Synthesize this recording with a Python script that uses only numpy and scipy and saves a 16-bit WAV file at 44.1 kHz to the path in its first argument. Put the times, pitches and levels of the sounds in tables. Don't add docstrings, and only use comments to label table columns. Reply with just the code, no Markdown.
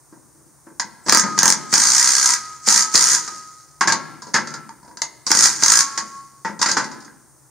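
import sys
import numpy as np
from scipy import signal
from scipy.fft import rfft, irfft, next_fast_len
from scipy.io import wavfile
from scipy.ndimage import uniform_filter1d

SR = 44100
rng = np.random.default_rng(int(sys.argv[2]) if len(sys.argv) > 2 else 0)


def log_audio(samples):
    frames = np.atleast_2d(samples).T
    limited = np.clip(frames, -1, 1)
    pcm = np.round(limited * 32767).astype(np.int16)
    wavfile.write(sys.argv[1], SR, pcm)


N = 330731
TIME = np.arange(N) / SR

# [f/Hz, relative level/dB per Hz]
AIR_COLOUR = [(25, -33), (60, 3), (100, -11.5), (145, 3.5), (200, -35), (300, -6), (430, -16.5), (700, -17),
              (1000, -13.5), (1800, -22.5), (3000, -38.5), (4200, -30), (6500, -15.5), (7600, -20),
              (9200, -11), (10500, -25.5), (15500, -25.5)]
AIR_DB = -52.5

# [t/s, tube clang level/dB, socket clink level/dB, length/ms, strongest ring f/Hz]
KNOCKS = [(0.125, -40.5, -61, 17, 317), (0.668, -37.5, -64, 18.5, 322), (0.797, -20, -14.5, 8.2, 938),
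          (1.063, -32, -31.5, 48, 970), (1.237, -25.5, -31, 32, 203), (1.422, -16, -12, 1.9, 1230),
          (3.277, -28.5, -25.5, 11, 1226), (3.809, -13.5, -15, 15.4, 1103), (3.874, -16.5, -12.5, 22, 1700),
          (3.893, -19.5, -25, 20.5, 1617), (3.922, -16.5, -9.5, 8.4, 943), (4.220, -36, -34, 17, 996),
          (4.268, -38, -41, 31, 967), (4.337, -29.5, -26.5, 5, 1700), (4.341, -16.5, -13.5, 21.7, 1763),
          (4.349, -14.5, -34, 18.4, 1697), (4.692, -26.5, -34, 2.3, 905), (4.971, -32.5, -29.5, 7.3, 984),
          (5.018, -21.5, -10, 5.1, 2040), (5.266, -28.5, -15.5, 16, 1060), (5.325, -24, -10, 1.1, 1110),
          (5.976, -21, -15.5, 13, 1660), (6.448, -24, -33, 28.5, 900), (6.592, -32.5, -29.5, 25, 960),
          (6.615, -20.5, -10.5, 11, 988), (6.627, -12.5, -6, 3.9, 932), (6.660, -17.5, -13.5, 12, 1330),
          (6.686, -22.5, -17, 28, 1600), (6.715, -26.5, -10, 7, 1550), (6.768, -17.5, -18.5, 25.3, 1500),
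          (6.842, -31.5, -28.5, 14, 1640), (6.915, -35.5, -36, 18, 993), (7.080, -33, -55.5, 1.3, 1603)]
# [start t/s, end t/s, clang level/dB, clink level/dB, strongest ring f/Hz]
FUMBLES = [(.35, .46, -51, -72, 315), (4.479, 4.54, -36.5, -33.5, 1387), (4.828, 4.95, -40.5, -52, 968),
           (6.97, 7.08, -47.5, -43, 311)]
TAPS_PER_S, TAP_SPREAD_DB, TAP_MS = 40, 3.5, 12.8
THUD_DB, THUD_SHARE, THUD_MS, THUD_SLOPE = -17.5, 0.77, 13.8, 1
SWAY_S, SWAY_DB, SWAY_MS = 0.045, -4.5, 27
KNOCK_RING_DB, KNOCK_RING_T60_S = -3.5, 0.049

# [f/Hz, relative level/dB per Hz]
CLANG_COLOUR = [(100, -62), (450, -29), (560, -15.5), (660, -12), (900, 2), (1200, -1.5), (1650, -1.5),
                (2050, -3), (2600, -18), (4000, -19), (9000, -37)]
# [f/Hz, relative level/dB per Hz]
CLINK_COLOUR = [(800, -14), (2500, -19), (3400, -11.5), (4800, 7.5), (6000, 4.5), (7000, 4), (7800, -7.5),
                (9000, -7), (10500, -24), (15500, -34.5)]
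# [f/Hz, relative level/dB per Hz]
THUD_COLOUR = [(25, -11.5), (80, -24), (130, -2.5), (200, 2), (310, 1.5), (450, -5), (570, -4.5),
               (700, -11), (1500, -35), (5000, -63)]
# [f/Hz, relative level/dB, time to fade by 60 dB t/s]
TUBE_MODES = [(882, -2.5, 0.51), (964, 5.5, 0.13), (1107.3, -2, 0.26), (1290, -5, 0.69), (1361, 3.5, 0.75),
              (1503, -12, 0.09), (1652, 4, 0.12), (1706, -10.5, 0.31), (1705, -6.5, 0.24),
              (1968, -4.5, 0.13), (2134, -13, .08)]
# [f/Hz, relative level/dB, time to fade by 60 dB t/s]
SOCKET_MODES = [(5100, -14.5, .05), (5630, -16.5, 0.084), (6118, -21, 0.093), (6447, 8, 0.22),
                (7100, -15.5, 0.14), (6880, 0.5, 0.045), (6430, 4, .05), (7130, -0.5, 0.037)]

# [f/Hz, level/dB]
NEAR_LEVEL = [(150, -6.5), (1200, -2), (3000, -2.5), (6000, -7.5), (14000, -1.5)]
# [f/Hz, time to fade by 60 dB t/s]
NEAR_T60 = [(150, 0.15), (1200, 0.19), (6000, 0.18), (14000, 0.03)]
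# [f/Hz, level/dB]
HALL_LEVEL = [(60, -14), (190, -2), (550, -10), (1400, -16), (3000, -15), (6000, -26), (14000, -22)]
# [f/Hz, time to fade by 60 dB t/s]
HALL_T60 = [(150, 0.98), (500, 0.68), (1400, 0.75), (6000, 0.74), (14000, 0.27)]

# [start t/s, damped t/s, f/Hz, relative level/dB, time to fade by 60 dB t/s]
LONG_RINGS = [(1.003, 1.31, 1247, -11.5, 4.1), (1.428, 3.49, 1257, -21.5, 14),
              (2.767, 2.935, 1284, -9, 3.8), (3.797, 4.01, 1100, -10.5, 0.43),
              (4.313, 4.616, 1335, -15, 1.1), (5.548, 6.166, 1101, -18.5, 4.1),
              (6.441, 6.905, 887, -16.5, 0.65)]

# [bite t/s, wait for the first blow t/s, count of blows, first blow rate f/Hz,
# later blow rate f/Hz, blow level/dB, change of level by the last blow/dB, blow length/ms,
# rattle level/dB, whine level/dB, bite clang level/dB, frame jolt level/dB]
BURSTS = [(1.095, 0.029, 4, 41.4, 40.5, 4.5, -1, 0.64, -29, -46, -9.5, -14),
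          (1.389, 0.042, 5, 40.3, 47, -1.5, -0.5, 1.85, -36.5, -55, -14.5, -14),
          (1.739, .015, 37, 40.3, 64.9, -10.5, -2, 5.4, -20, -48, -13.5, -24),
          (2.686, 0.017, 8, 47.4, 70.5, -9, -4, 4.7, -17.5, -45.5, -16.5, -47),
          (2.955, .005, 13, 60, 66, -8.5, -1, 2.6, -18, -54, -36.5, -41.5),
          (5.316, .035, 7, 49, 66.7, -8.5, 5.5, 3.03, -21.5, -40, -9, -25),
          (5.635, .026, 9, 48, 61.3, -7.5, -0.5, 5.1, -25, -50.5, -26.5, -31)]
RATE_SETTLING_S = 0.06
WHINE_LEAD_S, WHINE_S = 0.056, 0.04
RUN_UP_DB_PER_S, BRAKE_DB_PER_S = 858, 203
COAST_DB, COAST_DB_PER_S = -13, 46
SLACK_S, SLACK_MS = 0.011, 9
SLACK_CLANG_DB, SLACK_CLINK_DB, SLACK_THUD_DB = -17.5, -17.5, -24
BITE_CLINK_DB, BITE_THUD_DB, BITE_MS = 1, -23, 2.7
JOLT_CLANG_DB, JOLT_CLINK_DB, JOLT_MS = 4, 4.5, 3.74
LOOSEN_DB_PER_S = 152
# [f/Hz, relative level/dB per Hz]
HAMMER_COLOUR = [(60, -62.5), (180, -23.5), (560, -30.5), (680, -14), (900, -11), (1300, -4.5),
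                 (2000, -4.5), (2700, -18.5), (3500, -15), (4700, 1.5), (6900, 5), (7700, -4), (8800, -1),
                 (10500, -18), (13000, -22), (15500, -38)]

# [f/Hz, likeness from 0 to 1]
LIKENESS = [(100, 0.3), (300, .5), (700, 0.77), (2200, 1), (3600, 0.93), (5200, 0.65), (8000, 0.5),
            (14000, 0)]
# [f/Hz, left minus right level/dB]
LEFT_BALANCE = [(40, -1), (150, 8.5), (300, 1), (700, 1.5), (2500, 1.2), (5000, -1), (12000, -0.5)]
EDGE_HZ = 15750


def amp(db):
    return 10 ** (np.asarray(db) / 20)


def evened(x):
    return x / np.sqrt(np.mean(x ** 2) + 1e-20)


def read(points, hz):
    f, value = np.transpose(points)
    return np.interp(np.log(hz + 1), np.log(f + 1), value)


def add(mix, s, sound):
    part = mix[..., max(round(s * SR), 0):][..., :sound.shape[-1]]
    part += sound[..., :part.shape[-1]]


def convolve(x, response):
    return signal.oaconvolve(np.atleast_2d(x), np.atleast_2d(response), axes=1)[:, :N]


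def colour(x, points, size=4096):
    log_gain = np.log(amp(read(points, abs(np.fft.fftfreq(size, 1 / SR)))))
    spectrum = np.exp(np.conj(signal.hilbert(log_gain)))
    taps = np.fft.ifft(spectrum).real[:size // 2]
    return convolve(x, taps / np.linalg.norm(taps))


def modes(x, table):
    t = TIME[:SR // 2]
    ring = np.zeros(len(t))
    for hz, db, t60 in table:
        tone = amp(-60 * t / t60) * np.sin(2 * np.pi * hz * t)
        ring += amp(db) * evened(tone)
    return convolve(x, ring / np.linalg.norm(ring))


def ports(pair):
    size = next_fast_len(pair.shape[1])
    a, b = rfft(pair, size)
    same = np.clip(read(LIKENESS, np.fft.rfftfreq(size, 1 / SR)), -1, 1)
    second = same * a + np.sqrt(1 - same ** 2) * b
    return irfft(np.array([a, second]), size)[:, :pair.shape[1]]


def air():
    noise = ports(rng.standard_normal((2, N)))
    return amp(AIR_DB) * evened(colour(noise, AIR_COLOUR))


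def contact(ms, squareness=1):
    t = TIME[:SR // 5]
    shape = np.exp(-(t * 1000 / max(ms, 0.3)) ** squareness)
    chatter = shape * rng.standard_normal((2, len(t)))
    return chatter * np.linalg.norm(shape) / np.linalg.norm(chatter, axis=1, keepdims=True)


def touches():
    rows = list(KNOCKS)
    for start, end, clang_db, clink_db, hz in FUMBLES:
        chance = rng.standard_normal((20, 2))
        for s, (late, strong) in zip(np.arange(start, end, 1 / TAPS_PER_S), chance):
            tap_s = s + 0.43 * late / TAPS_PER_S
            db = TAP_SPREAD_DB * strong
            rows.append((tap_s, clang_db + db, clink_db + db, TAP_MS, hz))
    return rows


def contacts(strikes, touched):
    rows = []
    for s, clang_db, clink_db, ms, _ in touched:
        thud_db = THUD_DB + THUD_SHARE * clang_db + THUD_SLOPE * 20 * np.log10(ms / THUD_MS)
        rows.append((s, clang_db, clink_db, thud_db, ms))
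        rows.append((s + SWAY_S, -np.inf, -np.inf, thud_db + SWAY_DB, SWAY_MS))
    for bite, *_, clang_db, _ in BURSTS:
        rows.append((bite - SLACK_S, SLACK_CLANG_DB, SLACK_CLINK_DB, SLACK_THUD_DB, SLACK_MS))
        rows.append((bite, clang_db, BITE_CLINK_DB, BITE_THUD_DB, BITE_MS))
    for s, _, _, jolt_db in strikes:
        rows.append((s, jolt_db + JOLT_CLANG_DB, jolt_db + JOLT_CLINK_DB, jolt_db, JOLT_MS))
    return rows


def knocks(hits, clang_db=0.5, tube_db=-7.0, clink_db=-1, socket_db=-13, thud_db=0,
           bright_hz=13000, softening=0.58):
    clang, clink, thud = np.zeros((3, 2, N))
    for s, clang_level, clink_level, thud_level, ms in hits:
        top_hz = np.clip(bright_hz * amp(softening * clang_level), 500, SR / 3)
        low_pass = signal.butter(2, top_hz, fs=SR, output="sos")
        add(clang, s, amp(clang_level) * signal.sosfilt(low_pass, contact(ms)))
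        add(clink, s, amp(clink_level) * contact(ms))
        add(thud, s, amp(thud_level) * contact(ms))
    clang, clink, thud = ports(clang), ports(clink), ports(thud)
    tube = amp(clang_db) * colour(clang, CLANG_COLOUR) + amp(tube_db) * modes(clang, TUBE_MODES)
    socket = amp(clink_db) * colour(clink, CLINK_COLOUR) + amp(socket_db) * modes(clink, SOCKET_MODES)
    return tube + socket + amp(thud_db) * colour(thud, THUD_COLOUR)


def struck_spot(touched):
    out, t = np.zeros(N), TIME[:SR // 3]
    for s, clang_db, _, ms, hz in touched:
        rise = 1 - np.exp(-2000 * t / ms)
        ring = amp(-60 * t / KNOCK_RING_T60_S) * rise * np.sin(2 * np.pi * hz * t)
        push = np.sqrt(ms * SR / 2000)
        add(out, s, amp(clang_db + KNOCK_RING_DB) * push * ring / np.linalg.norm(ring))
    return out


def echo(x, level_db, t60, delay_s, rise_s):
    noise = ports(rng.standard_normal((2, SR * 3 // 2)))
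    hz, t, z = signal.stft(noise, SR, nperseg=512)
    shape = amp(-60 * t / read(t60, hz)[:, None])
    shape *= 1 - np.exp(-(t + 1 / SR) / rise_s)
    shape *= amp(read(level_db, hz))[:, None] / np.sqrt((shape ** 2).sum(1, keepdims=True) * t[1] * SR)
    tail = signal.istft(z * shape, SR, nperseg=512)[1]
    return convolve(x, np.pad(tail, ((0, 0), (round(delay_s * SR), 0))))


def long_rings(shaking, waver=0.42, damped_t60=0.85):
    out = np.zeros(N)
    for start, end, hz, db, t60 in LONG_RINGS:
        power = shaking[0, round(start * SR):round((end + 0.7) * SR)] ** 2
        t = start + TIME[:len(power)]
        keep = np.exp(-np.log(1e6) / (t60 * SR))
        stored = signal.lfilter([1 - keep], [1, -keep], power * (t < end))
        knots = np.arange(0, TIME[-1], 0.035)
        targets = rng.standard_normal((len(knots), 2)) @ [1, 1j]
        wander = 1 + waver * np.interp(t, knots, targets)
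        tone = (wander * np.exp(2j * np.pi * hz * t)).real
        damping_db = 60 * np.maximum(t - end, 0) / damped_t60
        add(out, start, amp(db - damping_db) * np.sqrt(2 * stored) * tone)
    return out


def whine(hz=7800):
    gate = np.zeros(N)
    for bite, *_, db, _, _ in BURSTS:
        middle = bite - WHINE_LEAD_S + WHINE_S / 2
        gate += amp(db) * (abs(TIME - middle) < WHINE_S / 2)
    return uniform_filter1d(gate, size=300) * np.sin(2 * np.pi * hz * TIME)


def blow_times(wait, count, first_rate, later_rate):
    times = [wait]
    while len(times) < round(count):
        settling = np.exp((wait - times[-1]) / RATE_SETTLING_S)
        rate = later_rate + (first_rate - later_rate) * settling
        times.append(times[-1] + 1 / rate)
    return np.array(times)


def spin(fade_share=1.54):
    level = np.zeros(N)
    for bite, wait, count, first_rate, later_rate, _, fade_db, _, rattle_db, *_ in BURSTS:
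        t = TIME - bite
        length = blow_times(wait, count, first_rate, later_rate)[-1]
        before, after = np.maximum(-SLACK_S - t, 0), np.maximum(t - length, 0)
        held_db = rattle_db + fade_share * fade_db * np.clip(t / length, 0, 1) ** 2
        stop_db = np.maximum(-BRAKE_DB_PER_S * after, COAST_DB - COAST_DB_PER_S * after)
        level += amp(np.maximum(held_db - RUN_UP_DB_PER_S * before + stop_db, -200))
    return level


def rattle(hiss=0.45, ticks_per_s=1100, tick_s=0.0005):
    ticks = (rng.random(N) < ticks_per_s / SR) * rng.uniform(0.4, 1, N)
    grain = evened(signal.lfilter([1], [1, -np.exp(-1 / (tick_s * SR))], ticks))
    return spin() * evened(hiss + grain) * rng.standard_normal((2, N))


def blows(jitter_s=0.0003, uneven_db=1.5):
    rows = []
    for bite, wait, count, first_rate, later_rate, db, fade_db, ms, *_, jolt_db in BURSTS:
        times = blow_times(wait, count, first_rate, later_rate)
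        for t, (late, strong) in zip(times, rng.standard_normal((50, 2))):
            change_db = fade_db * (t / times[-1]) ** 2 + uneven_db * strong
            blow_jolt_db = jolt_db + change_db - LOOSEN_DB_PER_S * (t - wait)
            rows.append((bite + t + jitter_s * late, db + change_db, ms, blow_jolt_db))
    return rows


def hammer(strikes, rebound_s=0.0037, rebound_jitter_s=0.0005, rebound_db=-8, rebound_spread_db=3):
    force = np.zeros((2, N))
    for s, db, ms, _ in strikes:
        late, bouncy = rng.standard_normal(2)
        add(force, s, amp(db) * contact(ms, squareness=2.5))
        second_s = s + rebound_s + rebound_jitter_s * late
        second_db = db + rebound_db + rebound_spread_db * bouncy
        add(force, second_s, amp(second_db) * contact(ms / 2))
    return force


def driver(force, body_db=0, socket_db=-10, tube_db=-16):
    body = amp(body_db) * colour(force, HAMMER_COLOUR)
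    socket = amp(socket_db) * modes(force, SOCKET_MODES)
    tube = amp(tube_db) * modes(force, TUBE_MODES)
    return body + socket + tube


def scene():
    background, touched, strikes = air(), touches(), blows()
    stand = knocks(contacts(strikes, touched)) + struck_spot(touched)
    tool = driver(ports(hammer(strikes) + rattle()))
    direct = stand + tool
    near = echo(direct, NEAR_LEVEL, NEAR_T60, delay_s=0.0033, rise_s=0.00052)
    hall = echo(direct, HALL_LEVEL, HALL_T60, delay_s=0.03, rise_s=0.059)
    return direct + near + hall + long_rings(direct) + whine() + background


def record(dry, low_cut_hz=90, ceiling=1):
    size = next_fast_len(N)
    half_balance_db = read(LEFT_BALANCE, np.fft.rfftfreq(size, 1 / SR)) / 2
    heard = irfft(rfft(dry, size) * amp([half_balance_db, -half_balance_db]), size)[:, :N]
    heard = signal.sosfilt(signal.butter(2, low_cut_hz, "high", fs=SR, output="sos"), heard)
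    rounded = heard / (1 + (heard / ceiling) ** 4) ** 0.25
    band_limit = signal.firwin(511, EDGE_HZ, window=("kaiser", 9), fs=SR)
    return signal.oaconvolve(rounded, band_limit[None], "same")


dry = scene()
out = record(dry)
log_audio(out)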